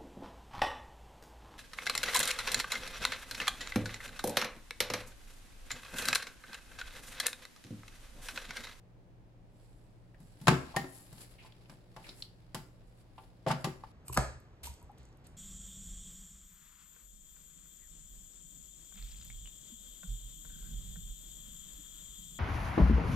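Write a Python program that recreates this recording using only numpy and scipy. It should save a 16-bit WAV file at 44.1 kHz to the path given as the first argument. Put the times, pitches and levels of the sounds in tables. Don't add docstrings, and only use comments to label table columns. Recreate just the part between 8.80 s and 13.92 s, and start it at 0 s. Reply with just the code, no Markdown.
import sys
import numpy as np
from scipy import signal
from scipy.fft import rfft, irfft
from scipy.io import wavfile

SR = 44100
rng = np.random.default_rng(int(sys.argv[2]) if len(sys.argv) > 2 else 0)


def wav_record(signal):
    frames = np.transpose(np.atleast_2d(signal))
    bounded = np.clip(frames, -1, 1)
    quanta = np.round(bounded * 32767).astype(np.int16)
    wavfile.write(sys.argv[1], SR, quanta)


N = 225703
TIME_S = np.arange(N) / SR
HIT_TIME_S = TIME_S[:SR // 2]

# f/Hz, relative density/dB
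AIR_SPECTRUM = [(12, -35), (20, -5.5), (37, 1.5), (88, -14.5), (101, -4.5), (123, -13), (241, -16.5),
                (262, -18.5), (301, -16.5), (446, -21.5), (527, -20), (873, -26.5), (1370, -34.5),
                (1610, -34), (16000, -58)]
# f/Hz, level/dB
MOTOR_HUM = [(118.4, -63.5), (177.6, -70.5), (301.5, -80)]
# f/Hz, t60/s
REVERB_T60 = [(100, 0.38), (400, .5), (1500, 0.49), (5000, 0.18), (9000, 0.55), (15000, 0.32)]
# f/Hz, relative density/dB
REVERB_SPECTRUM = [(60, -8.5), (150, -7), (400, -1.5), (900, -6.5), (1500, -2.5), (2300, -1), (5000, 0.5),
                   (10000, -8), (16000, 6)]
# f/Hz, coherence
ROOM_COHERENCE = [(25, 0.26), (70, 0.62), (200, 0.89), (500, 0.58), (1000, 0.071), (2000, 0.08),
                  (15000, 0.034)]
CLICK_COHERENCE = [(400, 0.85), (1500, 0.35), (8000, 0.26)]
TICK_COHERENCE = [(1000, 0.25), (8000, 0.2)]
# f/Hz, left/dB, right/dB
MIC_PORTS = [(3230, 3.5, 2), (5030, 4, 5), (6300, -4.5, -1.5), (7035, 3.5, 0.5), (8000, -7.5, 6),
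             (8660, -3.5, -4.5), (9700, 4, -7.5), (10710, 7.5, -4.5), (13000, -3.5, -8.5), (16000, -2, -12)]
# f/Hz, relative density/dB
WAVER_SPECTRUM = [(1, 0), (6, -6), (30, -60), (100, -120)]
# f/Hz, relative density/dB
HISS_SPECTRUM = [(400, -19.5), (1500, -15.5), (3000, -17.5), (5000, -10), (7500, 1.5), (10500, 3.5),
                 (13000, -0.5), (16000, -12)]
# f/Hz, relative density/dB
SCRAPE_SPECTRUM = [(300, 1), (900, -2), (1600, -4), (2700, -4.5), (4500, -5), (6500, -10.5), (15000, -16)]
# t/s, level/dB
HAND_RUSTLE = [(.6, -105), (.8, -82), (1.3, -84), (1.85, -61.5), (2.3, -69), (2.8, -73), (3.1, -79),
               (3.9, -79), (4.6, -78.5), (5.1, -71.5)]
# peak t/s, rise/s, fall/s, hiss/dB, scrape/dB, left minus right/dB
RUB_STROKES = [ (.82, 0.19, .65, -76.5, -80.5, -7.5), (1.42, 0.047, 0.71, -73, -79, -6),
               (1.645, 0.086, 0.17, -64, -65.5, -0.5), (2.16, 0.17, 0.23, -57, -84, 1.5),
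               (2.427, .13, 0.065, -54.5, -58.5, 0), (2.515, 0.045, 0.082, -65.5, -71, 2.5),
               (2.672, 0.097, 0.022, -69, -60.5, -1.5), (2.92, 0.055, .08, -69, -73, -4),
               (3.28, 0.19, 0.2, -66, -59, 0), (3.409, .11, 0.067, -58.5, -69.5, -3),
               (4.081, .09, .13, -78.5, -91, -5), (4.21, .08, 0.03, -71.5, -72.5, -1.5),
               (4.42, .12, .15, -74, -72.5, 2), (4.81, 0.045, 0.067, -64.5, -66, 0)]
# t/s, level/dB, f/Hz, t60/s
EDGE_TICKS = [(1.344, -61.5, 1850, .045), (2.346, -70, 4500, .022), (2.58, -58.5, 2660, 0.39),
              (2.722, -54.5, 3450, 0.02), (2.857, -62, 2800, 0.027), (3.24, -54.5, 2430, 0.16),
              (3.29, -44.5, 4450, 0.05), (3.4228, -36, 4060, 0.023), (4.379, -58.5, 3030, 0.083)]
# f/Hz, relative level/dB, t60/s
TABLE_MODES = [(71.9, -25.5, 0.57), (116, -16, 0.053), (136.9, -1, 0.16), (154.4, 5, 0.13),
               (173.6, -2, 0.16), (208, -6, 0.15), (242.6, -14, 0.26)]
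# f/Hz, relative level/dB, base t60/s
BOARD_MODES = [(268.6, -8, 0.55), (325.2, -8.5, 0.33), (369.9, -2.5, 0.17), (450, -9.5, 0.22),
               (531.1, 0, 0.1), (637, 2.5, 0.062), (685, 0, 0.041), (785.7, -4, 0.17), (877.6, 1, 0.17),
               (1020, 2, 0.076), (1135, -4.5, 0.13), (1170, -3.5, 0.12), (1388, -6.5, 0.19),
               (1541, -8.5, .1), (1650, -3, 0.068), (1810, -6, 0.036), (2018, -4.5, 0.12),
               (2660, -4.5, 0.048), (2970, -7.5, 0.07)]
# f/Hz, relative density/dB
CLICK_SPECTRUM = [(40, -46.5), (150, -28.5), (300, -10), (650, -2.5), (1100, 4.5), (1750, 1), (2300, -1),
                  (3000, -0.5), (4500, -4), (6500, -4.5), (9000, -7), (13000, -10), (16000, -18.5)]
# t/s, level/dB, centre f/Hz, t60 factor
SOFT_KNOCKS = [ (1.716, -24, 374, 0.85), (1.942, -39.5, 860, 0.97), (2.041, -35, 310, 0.72),
               (2.646, -57, 895, 1.3), (2.923, -53, 612, 0.55), (3.169, -47.5, 830, 1.3),
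               (3.286, -47, 260, 1.2), (4.379, -46.5, 990, .98), (4.6635, -22, 545, 0.77),
               (4.672, -29.5, 600, 1.13), (4.703, -21.5, 914, 0.52), (4.848, -33, 990, .9),
               (4.871, -31.5, 394, 0.54), (5.035, -37.5, 887, 0.36)]
# f/Hz, relative level/dB, t60/s
BUTTON_MODES = [(620, -20, 0.12), (793.5, 3, 0.16), (1004, 6.5, 0.031), (1286, -25.5, 0.28),
                (1840, 3, 0.057), (2250, -30, 0.0687), (2920, -46, 0.077)]
# t/s, level/dB
BUTTON_HITS = [(1.9635, -42), (1.969, -34.5)]
# t/s, click/dB, tilt/(dB/octave), contact/s, thump/dB
HARD_BLOWS = [ (1.402, -65, 7, 0.0014, -43), (1.613, -56.5, 4.5, 0.0015, -35),
              (1.6699, -25, -2.5, 0.002, -25.5), (1.6806, -17.5, -2.5, .0008, -11.5),
              (1.963, -31, 2.4, 0.00031, -25), (2.325, -53.5, 8, 0.0041, -44),
              (2.896, -53.5, -0.5, .001, -43), (3.163, -51, -1, 0.0017, -47.5),
              (3.7459, -37, 2.5, 0.00021, -33.5), (4.668, -40, -1.5, 0.02, -24.5),
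              (4.692, -41.5, -2, 0.0081, -57), (4.705, -32.5, -2.5, 0.012, -24.5),
              (4.843, -33.5, 0.6, 0.0011, -25)]


def from_db(db):
    return 10 ** (np.asarray(db) / 20)


def at_hz(points, hz):
    point_hz, value = np.transpose(points)
    return np.interp(np.log(np.maximum(hz, 1)), np.log(point_hz), value)


def fade(t_s, t60_s):
    return np.exp(-np.log(1000) * t_s / t60_s)


def add(out, start_s, sound):
    i = round(start_s * SR)
    out[:, i:i + sound.shape[-1]] += sound[..., :N - i]


def noise(spectrum, size, coherence=ROOM_COHERENCE, tilt_db_oct=0):
    hz = np.fft.rfftfreq(size, 1 / SR)
    mid, side = rfft(rng.standard_normal((2, size)))
    alike = at_hz(coherence, hz)
    stereo = np.sqrt(1 + alike) * mid + np.sqrt(1 - alike) * side * [[1], [-1]]
    gain = from_db(at_hz(spectrum, hz) + tilt_db_oct * np.log2(np.maximum(hz / 600, 1)))
    x = irfft(gain * stereo, size)
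    return x / x.std()


def ring(modes, weights, spread_rad, scatter_db=1.5):
    hz, db, t60_s = np.transpose(modes)[:, :, None]
    strength, lean = rng.standard_normal((2, len(modes), 1))
    envelopes = weights * from_db(db + scatter_db * strength) * fade(HIT_TIME_S, t60_s)
    phase_rad = 2 * np.pi * hz * HIT_TIME_S
    offset_rad = spread_rad * np.sign(lean) * np.tanh(hz / 1200)
    return np.array([(envelopes * np.sin(phase_rad + side * offset_rad)).sum(axis=0) for side in (1, -1)])


def background(air_db=-58.5, waver_depth=0.083):
    waver = waver_depth * noise(WAVER_SPECTRUM, N)[0]
    hum = sum(from_db(db) * np.sqrt(2) * np.sin(2 * np.pi * hz * TIME_S + waver) for hz, db in MOTOR_HUM)
    return from_db(air_db) * noise(AIR_SPECTRUM, N) + hum * (1 + waver)


def reverb(x, wet_db=-6, gap_s=0.0081, build_s=0.0032):
    t_s = TIME_S[:SR * 3 // 4]
    bins_hz = np.fft.rfftfreq(len(t_s), 1 / SR)
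    octaves_hz = np.geomspace(125, 16000, 8)
    wash = rfft(noise(REVERB_SPECTRUM, len(t_s)))
    tail = np.zeros((2, len(t_s)))
    for hz, one_hot in zip(octaves_hz, np.eye(len(octaves_hz))):
        band_gain = at_hz(list(zip(octaves_hz, one_hot)), bins_hz)
        tail += irfft(wash * band_gain, len(t_s)) * fade(t_s, at_hz(REVERB_T60, hz))
    tail *= np.clip((t_s - gap_s) / build_s, 0, 1)
    tail /= np.sqrt((tail ** 2).sum() / 2)
    return from_db(wet_db) * signal.fftconvolve(x, tail, axes=1)[:, :N]


def mic_ports(x):
    ports, hz = np.array(MIC_PORTS), np.fft.rfftfreq(N, 1 / SR)
    gain = from_db([at_hz(ports[:, [0, side]], hz) for side in (1, 2)])
    return irfft(rfft(x) * gain, N)


def friction(spectrum, catches_per_s, burst_share, burst_s):
    catches = (rng.random(N) < catches_per_s / SR) * np.minimum(rng.exponential(1, N), 4) ** 2
    bursts = signal.lfilter([1], [1, -np.exp(-1 / (burst_s * SR))], catches + 1e-18)
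    power = 1 - burst_share + burst_share * bursts / bursts.mean()
    return np.sqrt(power) * noise(spectrum, N)


def rubbing(edge_loss_db=24, roundness=1.25, rustle_hiss_db=-12):
    scrape_power = from_db(np.interp(TIME_S, *np.transpose(HAND_RUSTLE))) ** 2
    hiss_power = scrape_power * from_db(rustle_hiss_db) ** 2
    for peak_s, rise_s, fall_s, hiss_db, scrape_db, pan_db in RUB_STROKES:
        from_peak = np.maximum((peak_s - TIME_S) / rise_s, (TIME_S - peak_s) / fall_s)
        pan = from_db([[pan_db / 2], [-pan_db / 2]])
        swell = pan * from_db(-edge_loss_db * np.clip(from_peak, 0, 10) ** roundness)
        hiss_power = hiss_power + (from_db(hiss_db) * swell) ** 2
        scrape_power = scrape_power + (from_db(scrape_db) * swell) ** 2
    hiss = friction(HISS_SPECTRUM, catches_per_s=900, burst_share=0.4, burst_s=0.001)
    scrape = friction(SCRAPE_SPECTRUM, catches_per_s=450, burst_share=0.6, burst_s=0.002)
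    return np.sqrt(hiss_power) * hiss + np.sqrt(scrape_power) * scrape


def ticks(skirt_db=-21, floor_db=-29, rise_share=0.03):
    out = np.zeros((2, N))
    for start_s, db, hz, t60_s in EDGE_TICKS:
        spectrum = [(hz / 4, floor_db), (hz / 2, skirt_db), (hz * 0.9, 0),
                    (hz, 0), (hz * 1.8, skirt_db), (hz * 3, floor_db)]
        envelope = np.minimum(HIT_TIME_S / (rise_share * t60_s), 1) * fade(HIT_TIME_S, t60_s)
        add(out, start_s, from_db(db) * envelope * noise(spectrum, len(HIT_TIME_S), TICK_COHERENCE))
    return out


def table_thump(rise_s=0.02):
    return (1 - np.exp(-HIT_TIME_S / rise_s)) * ring(TABLE_MODES, weights=0.886, spread_rad=0.65)


def board_ring(centre_hz, octave_loss_db, t60_factor, contact_s):
    modes = [(hz, db - octave_loss_db * np.log2(hz / centre_hz) ** 2, t60_s * t60_factor)
             for hz, db, t60_s in BOARD_MODES]
    signs = rng.choice([-1, 1], (len(modes), 1))
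    return np.minimum(HIT_TIME_S / contact_s, 1) * ring(modes, signs, spread_rad=0.36)


def click(tilt_db_oct, contact_s, crack_t60_s=0.052, rattle_t60_s=0.27, rattle_db=-14):
    t_s = np.maximum(HIT_TIME_S - contact_s, 0)
    crack = fade(t_s, crack_t60_s) * noise(CLICK_SPECTRUM, len(t_s), CLICK_COHERENCE, tilt_db_oct)
    rattle = fade(t_s, rattle_t60_s) * noise(CLICK_SPECTRUM, len(t_s), CLICK_COHERENCE, tilt_db_oct - 1.5)
    return np.minimum(HIT_TIME_S / contact_s, 1) * (crack + from_db(rattle_db) * rattle)


def knocks(contact_s=0.0026, click_db=-16.5, ring_db=-6):
    out = np.zeros((2, N))
    for start_s, db, centre_hz, t60_factor in SOFT_KNOCKS:
        tap = click(tilt_db_oct=-6, contact_s=contact_s)
        board = board_ring(centre_hz, octave_loss_db=21, t60_factor=t60_factor, contact_s=contact_s)
        add(out, start_s, from_db(db) * (from_db(click_db) * tap + from_db(ring_db) * board))
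    return out


def button():
    out = np.zeros((2, N))
    for start_s, db in BUTTON_HITS:
        signs = rng.choice([-1, 1], (len(BUTTON_MODES), 1))
        add(out, start_s, from_db(db) * ring(BUTTON_MODES, signs, spread_rad=0.44))
    return out


def blows(ring_db=-11):
    out = np.zeros((2, N))
    for start_s, click_db, tilt_db_oct, contact_s, thump_db in HARD_BLOWS:
        board = board_ring(centre_hz=540, octave_loss_db=0.5, t60_factor=1.1, contact_s=contact_s)
        plastic = click(tilt_db_oct, contact_s) + from_db(ring_db) * board
        add(out, start_s, from_db(click_db) * plastic + from_db(thump_db) * table_thump())
    return out


def scene():
    direct = rubbing() + blows() + knocks() + button() + ticks()
    return mic_ports(direct + reverb(direct)) + background()


def record(dry, cutoff_hz=15900):
    return signal.sosfilt(signal.ellip(10, 0.2, 80, cutoff_hz, fs=SR, output="sos"), dry)


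dry = scene()
out = record(dry)
wav_record(out)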